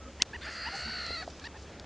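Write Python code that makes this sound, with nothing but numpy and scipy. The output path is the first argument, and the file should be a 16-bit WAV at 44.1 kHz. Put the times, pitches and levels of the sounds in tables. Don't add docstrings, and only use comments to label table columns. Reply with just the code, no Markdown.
import sys
import numpy as np
from scipy import signal
from scipy.fft import rfft, irfft
from scipy.io import wavfile
from scipy.ndimage import uniform_filter1d

SR = 44100
rng = np.random.default_rng(int(sys.argv[2]) if len(sys.argv) > 2 else 0)


def amplitude_ratio(level_db):
    exponent = np.asarray(level_db, float) / 20
    return 10 ** exponent


def persist_wave(psi):
    counts = np.round(np.clip(psi, -1, 1) * 32767).astype(np.int16)
    wavfile.write(sys.argv[1], SR, np.atleast_2d(counts).T)


N = 81585
T = np.arange(N) / SR

# frequency_hz, density_db
AIR_SPECTRUM = [(22, -9.5), (75, -3), (250, -6), (530, -8), (900, -14), (1500, -15.5), (7000, -26.5),
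                (11000, -35.5)]
# low_hz, high_hz,
# lost_share_of_time
SIDE_BANDS = [(4200, 4800, .95), (4800, 5400, .7), (5400, 6200, .3), (6200, 7000, .15), (7000, 7900, .1)]
# start_s, length_s, first_hz, last_hz, level_db
HOOT_TONES = [(0.024, 0.09, 535.5, 553, -59.5), (.002, 0.027, 565, 535, -62),
              (1.562, 0.0078, 907, 880, -49), (.006, 0.051, 1286, 1330, -61.5),
              (0.055, 0.035, 1250, 1288, -57.5), (0.059, 0.046, 266, 231, -54),
              (0.445, 0.044, 650, 654, -55.5), (0.45, 0.014, 6840, 7000, -63),
              (0.49, 0.037, 6680, 6500, -62.5), (0.663, 0.0293, 837, 1020, -47),
              (0.727, 0.036, 776, 802, -47.5), (0.854, 0.052, 223.6, 229, -50.5),
              (0.872, 0.02743, 855, 990, -53.5), (1.214, 0.027, 694.6, 766, -51),
              (1.223, 0.018, 1543, 1440, -50), (1.227, 0.026, 4334, 4060, -64),
              (1.539, 0.021, 813, 910, -57)]
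# start_s, length_s, crest_hz, level_db, brightness_db_per_multiple above the third
ARCHED_CHIRPS = [
    (0.197, 0.0384, 1075, -44, -4.5),
    (0.331, 0.038, 974, -42.5, -5),
]
# start_s, length_s, crest_hz, level_db, brightness_db_per_multiple
RISING_CHIRPS = [
    (.463, 0.035, 892, -44.5, -5.5),
    (.649, 0.0428, 973.6, -41.5, -1.5),
    (1.412, 0.022, 894, -56.5, 2),
    (1.438, 0.0401, 948, -45, 0.5),
    (1.54, 0.038, 914, -54.5, -10),
]
# multiple, level_db
CHIRP_HARMONICS = [(1, -7.5), (2, 2.5), (3, -5.5), (4, -15), (5, -7), (6, -16.5), (10, -24.5)]
# start_s, peak_db, mode_hz, t60_s
KNOCK_MODES = [
    (.219, -24.5, 252, 0.0067),
    (.366, -41, 78.4, 0.15),
    (.685, -41.5, 244, .03),
    (1.106, -27.5, 510, 0.011),
    (1.2775, -27.5, 672, 0.02),
    (1.843, -40, 800, 0.013),
]
# start_s, length_s, centre_hz, level_db
LEAF_SWELLS = [
    (0.33, 0.03, 4250, -68),
    (1.444, 0.017, 4070, -56),
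    (0.48, 0.12, 5740, -55),
    (0.724, 0.13, 6400, -51.5),
    (1.204, 0.26, 4300, -60),
    (1.424, 0.059, 4140, -53.5),
    (1.535, 0.14, 4800, -60),
]
# time_s, flutter_crest_hz, level_db, upper_resonance_hz, upper_strength_db
CALL_PATH = [(0.408, 496.2, -47, 4320, 0), (.422, 521.8, -43.5, 4320, -4.5), (.452, 726.8, -39, 4580, -5.5),
             (.545, 699.3, -41, 4550, 0), (.56, 701, -39.5, 4460, -3.5), (0.677, 704.4, -38.5, 4570, -2.5),
             (.72, 726, -39, 4520, 2.5), (0.92, 782, -38, 4380, 4.5), (1.082, 689, -38, 4330, 4),
             (1.15, 709.7, -37, 4330, 4.5), (1.226, 625, -39, 4250, 0.5)]
# time_s, beats_done
FLUTTER_BEATS = [(.402, -23), (.508, -15), (.708, 0), (.803, 7), (.907, 14), (1.011, 21), (1.122, 28),
                 (1.171, 31), (1.229, 32)]
# time_s, pitch_share_lost_in_dip, roughness_0_to_1
FLUTTER_DEPTH = [(.41, .05, .5), (.45, .24, .6), (.51, .36, .45), (.66, .36, .4), (.8, .24, .42),
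                 (1.05, .17, .42), (1.1, .12, .42), (1.17, .08, .3), (1.23, .08, .35)]
# frequency_hz, gain_db
THROAT_COLOUR = [(650, -12.5), (1050, -17.5), (1300, -3), (1750, 2.5), (2300, -8.5), (2900, -8.5),
                 (3500, -18.5), (12000, -29)]
# start_s, length_s, resonance_hz, boost_db
CAVITY_RINGS = [
    (0.41, .045, 3550, 3),
    (.43, 0.035, 4870, 3),
    (0.486, 0.049, 4780, -2),
    (0.498, 0.027, 4320, 3),
    (0.549, .132, 4804, 6.5),
    (.555, .12, 4340, 4),
    (0.73, 0.27, 2760, -1),
]
# start_s, peak_db, centre_hz, decay_s
GRIT_TICKS = [
    (1.0652, -25, 4870, 0.001),
    (1.3, -39.5, 4700, 0.0069),
    (1.334, -49, 5400, .004),
    (1.397, -33.5, 4270, 0.0017),
    (1.624, -45, 5480, .003),
    (1.7976, -28.5, 4800, 0.001),
    (1.8, -36.5, 7440, 0.00069),
    (1.844, -41.5, 3170, 0.0025),
]
# from_hz, gain_db
TREBLE_LOSS = [(6800, -2), (7750, -9.5), (9700, -16), (10350, -30.5), (12150, -37), (14200, -54.5)]

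SNAP_S = 0.22173
FALL_SHARE = 0.3
CALL_EDGE_S = 0.008


def at_hz(points, hz):
    points = np.array(points)
    return np.interp(np.log(hz), np.log(points[:, 0]), points[:, 1])


def rms_one(x):
    return x / np.sqrt(np.mean(x ** 2) + 1e-20)


def band(x, low_hz, high_hz):
    return signal.sosfilt(signal.butter(2, [low_hz, high_hz], "band", fs=SR, output="sos"), x)


def drift(rate_hz):
    r, run_in = np.exp(-2 * np.pi * rate_hz / SR), int(SR / rate_hz)
    noise = rng.standard_normal(N + run_in)
    return rms_one(signal.lfilter([1], [1, -2 * r, r * r], noise)[run_in:])


def gate(start_s, length_s, edge_s):
    to_nearest_end = np.minimum(T - start_s, start_s + length_s - T)
    return np.sin(np.pi / 2 * np.clip(to_nearest_end / edge_s, 0, 1)) ** 2


def resonance(hz, centre_hz, width_hz):
    return 1 / (1 + ((hz - centre_hz) / width_hz) ** 4)


def air(patchy_db):
    edges = 20 * 2 ** np.arange(0, 9.7, 0.5)
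    white, gust = rng.standard_normal((2, N)), drift(1)
    out = np.zeros(N)
    for k, (low_hz, high_hz) in enumerate(zip(edges, edges[1:])):
        level_db = at_hz(AIR_SPECTRUM, np.sqrt(low_hz * high_hz)) + patchy_db * (0.5 * gust + drift(4.9))
        out += amplitude_ratio(level_db) * band(white[k % 2], low_hz, high_hz)
    return rms_one(out)


def drone():
    centre_hz, width_hz = 70.1, 16
    noise = rng.standard_normal(N + SR)
    return rms_one(band(noise, centre_hz - width_hz / 2, centre_hz + width_hz / 2)[SR:])


def width():
    out, blocks = np.zeros(N), (T * SR / 2048).astype(int)
    dropout = 0.3 + 0.6 * gate(0.77, 0.5, 0.02)
    for low_hz, high_hz, lost in SIDE_BANDS:
        alive = rng.random(N)[blocks] > lost * dropout
        steep = signal.butter(6, [low_hz, high_hz], "band", fs=SR, output="sos")
        hiss = signal.sosfiltfilt(steep, rng.standard_normal(N))
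        out += uniform_filter1d(alive * 1.0, size=500) * hiss * amplitude_ratio(3 * drift(8.8))
    out = rms_one(out)
    for mono_s in (0.207, 1.787):
        out *= 1 - gate(mono_s, 0.026, 0.0027)
    return amplitude_ratio(-64.5) * out


def hoots():
    out = np.zeros(N)
    for start_s, length_s, first_hz, last_hz, level_db in HOOT_TONES:
        pitch_hz = np.interp(T, [start_s, start_s + length_s], [first_hz, last_hz])
        tone = np.sin(2 * np.pi * np.cumsum(pitch_hz) / SR)
        waver = 1 + (0.25 + first_hz / 12000) * drift(100)
        out += amplitude_ratio(level_db) * 2.12 * gate(start_s, length_s, 0.0037) * waver * tone
    return out


def chirps(rows, crest_at, fall_sag):
    rise_sag, edge_s = 0.2, 0.0045
    out = np.zeros(N)
    for start_s, length_s, crest_hz, level_db, tilt_db in rows:
        u = np.clip((T - start_s) / length_s, 0, 1)
        rise = rise_sag * np.abs(1 - u / crest_at) ** 1.617
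        fall = fall_sag * ((u - crest_at) / (1 - crest_at)) ** 2
        pitch_hz = crest_hz * (1 - np.where(u < crest_at, rise, fall)) * (1 + 0.00865 * drift(124))
        phase = 2 * np.pi * np.cumsum(pitch_hz) / SR
        voice = np.zeros(N)
        for m, partial_db in CHIRP_HARMONICS:
            waver = 1 + (0.25 + 0.41 * (m > 3.5)) * drift(200)
            voice += amplitude_ratio(partial_db + tilt_db * np.clip(m - 3, 0, 2)) * np.sin(m * phase) * waver
        out += 1.14 * amplitude_ratio(level_db) * gate(start_s, length_s, edge_s) * voice
    return out


def knocks():
    out = np.zeros(N)
    for start_s, peak_db, mode_hz, t60_s in KNOCK_MODES:
        u = np.clip(T - start_s, 0, 1)
        strike = 1 - np.exp(-u / 0.00037)
        out += 1.39 * amplitude_ratio(peak_db - 60 * u / t60_s) * strike * np.sin(2 * np.pi * mode_hz * u)
    return out


def snap():
    low_hz, high_hz, lean_rad = 2480, 6800, -0.95
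    f = np.fft.rfftfreq(N, 1 / SR)
    gain = np.where(f < low_hz, 0, np.where(f < high_hz, 1, amplitude_ratio(-17)))
    gain = uniform_filter1d(gain, size=450)
    pulse = irfft(gain * np.exp(-2j * np.pi * f * SNAP_S - 1j * lean_rad), N)
    after = np.exp(-np.clip(T - SNAP_S, 0, 1) / 0.004) * (T > SNAP_S)
    splinter_env = after + amplitude_ratio(-6) * gate(SNAP_S - 0.003, 0.003, 0.001)
    body_env = after + 0.3 * gate(SNAP_S - 0.002, 0.002, 0.001)
    splinters = band(rng.standard_normal(N), 2900, 11000) * splinter_env
    body = band(rng.standard_normal(N), 600, 2600) * body_env
    return 1.13 * pulse / np.abs(pulse).max() + amplitude_ratio(-23) * splinters + amplitude_ratio(-21) * body


def rustles():
    grain = rng.standard_normal(N) * amplitude_ratio(2.5 * drift(300))
    out = np.zeros(N)
    for start_s, length_s, centre_hz, level_db in LEAF_SWELLS:
        hiss = rms_one(band(grain, centre_hz / 1.4, centre_hz * 1.36))
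        out += amplitude_ratio(level_db) * gate(start_s, length_s, length_s / 3) * hiss
    return out


def flutter():
    times_s, dip, rough = np.transpose(FLUTTER_DEPTH)
    dip, rough = np.interp(T, times_s, dip), np.interp(T, times_s, rough)
    beat = np.interp(T, *np.transpose(FLUTTER_BEATS)) + 24 + FALL_SHARE
    k, p = beat.astype(int), beat % 1
    depth = np.clip(1 + 0.22 * rng.standard_normal(60) + 0.12 * (-1.0) ** np.arange(60), 0.2, 3)
    depth[56] = 1.5
    falling = np.sin(np.pi / 2 * p / FALL_SHARE) ** 2
    recovering = ((1 - p) / (1 - FALL_SHARE)) ** 2.4
    down = dip * depth[k] * np.where(p < FALL_SHARE, falling, recovering)
    throb_db = 0.5 * depth[k] * np.cos(2 * np.pi * (p - 0.6))
    return uniform_filter1d(down, size=120), rough, throb_db


def begging():
    times_s, *columns = np.transpose(CALL_PATH)
    start_s, end_s = times_s[0], times_s[-1]
    crest_hz, level_db, upper_hz, upper_db = [np.interp(T, times_s, c) for c in columns]
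    down, rough, throb_db = flutter()
    pitch_hz = crest_hz * (1 - down) * (1 + 0.0328 * rough * drift(283))
    phase = 2 * np.pi * np.cumsum(pitch_hz) / SR
    upper_gain = amplitude_ratio(upper_db - 23.5 * down)
    onset_gain = amplitude_ratio(-10 - 254 * np.clip(T - times_s[1], 0, 1))
    closing = (1 - amplitude_ratio(-3)) * np.clip((T - 1.14) / 0.031, 0, 1)

    def throat(hz):
        colour = amplitude_ratio(at_hz(THROAT_COLOUR, hz)) + upper_gain * resonance(hz, upper_hz, 323)
        colour = colour + amplitude_ratio(-22) * resonance(hz, 8670, 140) + amplitude_ratio(-26) * resonance(hz, 12400, 140)
        return colour * (1 - closing * resonance(hz, 3130, 600)) + onset_gain * resonance(hz, 3520, 400)

    tone, breath = np.zeros(N), np.zeros(N)
    for m in range(1, 19):
        tone += throat(m * pitch_hz) * np.sin(m * phase + m * m) * (1 + 0.38 * rough * drift(100))
    for hz in np.geomspace(1200, 11000, 14):
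        breath += throat(hz) * band(rng.standard_normal(N), hz / 1.083, hz * 1.224) / 60
    breath *= 1 + 0.5 * np.cos(phase)
    steady = slice(int(0.7 * SR), int(1.1 * SR))
    tone, breath = tone / tone[steady].std(), breath / breath[steady].std()
    voice = tone * np.sqrt(1 - np.clip(rough, 0, 1) ** 2) + 0.53 * rough * breath
    rings = np.zeros(N)
    for ring_s, length_s, hz, boost_db in CAVITY_RINGS:
        rings += amplitude_ratio(boost_db) * gate(ring_s, length_s, 0.01) * band(voice, hz - 165, hz + 165)
    sigh = amplitude_ratio(level_db - 11) * breath * gate(end_s - 0.005, 0.033, CALL_EDGE_S)
    envelope = gate(start_s, end_s - start_s + CALL_EDGE_S, CALL_EDGE_S)
    return (voice + rings) * amplitude_ratio(level_db - 2.5 * down + throb_db) * envelope + sigh


def grit():
    out, white = np.zeros(N), rng.standard_normal(N)
    for start_s, peak_db, centre_hz, decay_s in GRIT_TICKS:
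        burst = white * np.exp(-np.clip(T - start_s, 0, 1) / decay_s) * (T > start_s)
        out += amplitude_ratio(peak_db) * band(burst, centre_hz / 1.6, centre_hz * 1.4)
    return out


def ground_echo(voices):
    lag = int(0.0028 * SR)
    return voices + amplitude_ratio(-22) * np.r_[np.zeros(lag), voices[:-lag]]


def scene():
    voices = hoots() + begging()
    voices += chirps(ARCHED_CHIRPS, crest_at=0.6, fall_sag=0.25)
    voices += chirps(RISING_CHIRPS, crest_at=0.68, fall_sag=0.11)
    background = amplitude_ratio(-49.5) * air(patchy_db=1.5) + amplitude_ratio(-51.5) * drone()
    debris = knocks() + snap() + rustles() + grit()
    middle = ground_echo(voices) + debris + background
    side = width()
    return np.array([middle + side, middle - side])


def roll_off(x):
    return signal.sosfilt(signal.butter(12, 15750, fs=SR, output="sos"), x)


def record(dry):
    f, gain = np.fft.rfftfreq(N, 1 / SR), np.ones(N // 2 + 1)
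    for from_hz, gain_db in TREBLE_LOSS:
        gain[f > from_hz] = amplitude_ratio(gain_db)
    ducked = dry * amplitude_ratio(-6 * gate(0.232, 0.022, 0.006))
    mix = irfft(rfft(ducked) * uniform_filter1d(gain, size=700), N)
    return roll_off(mix)


dry = scene()
out = record(dry)
persist_wave(out)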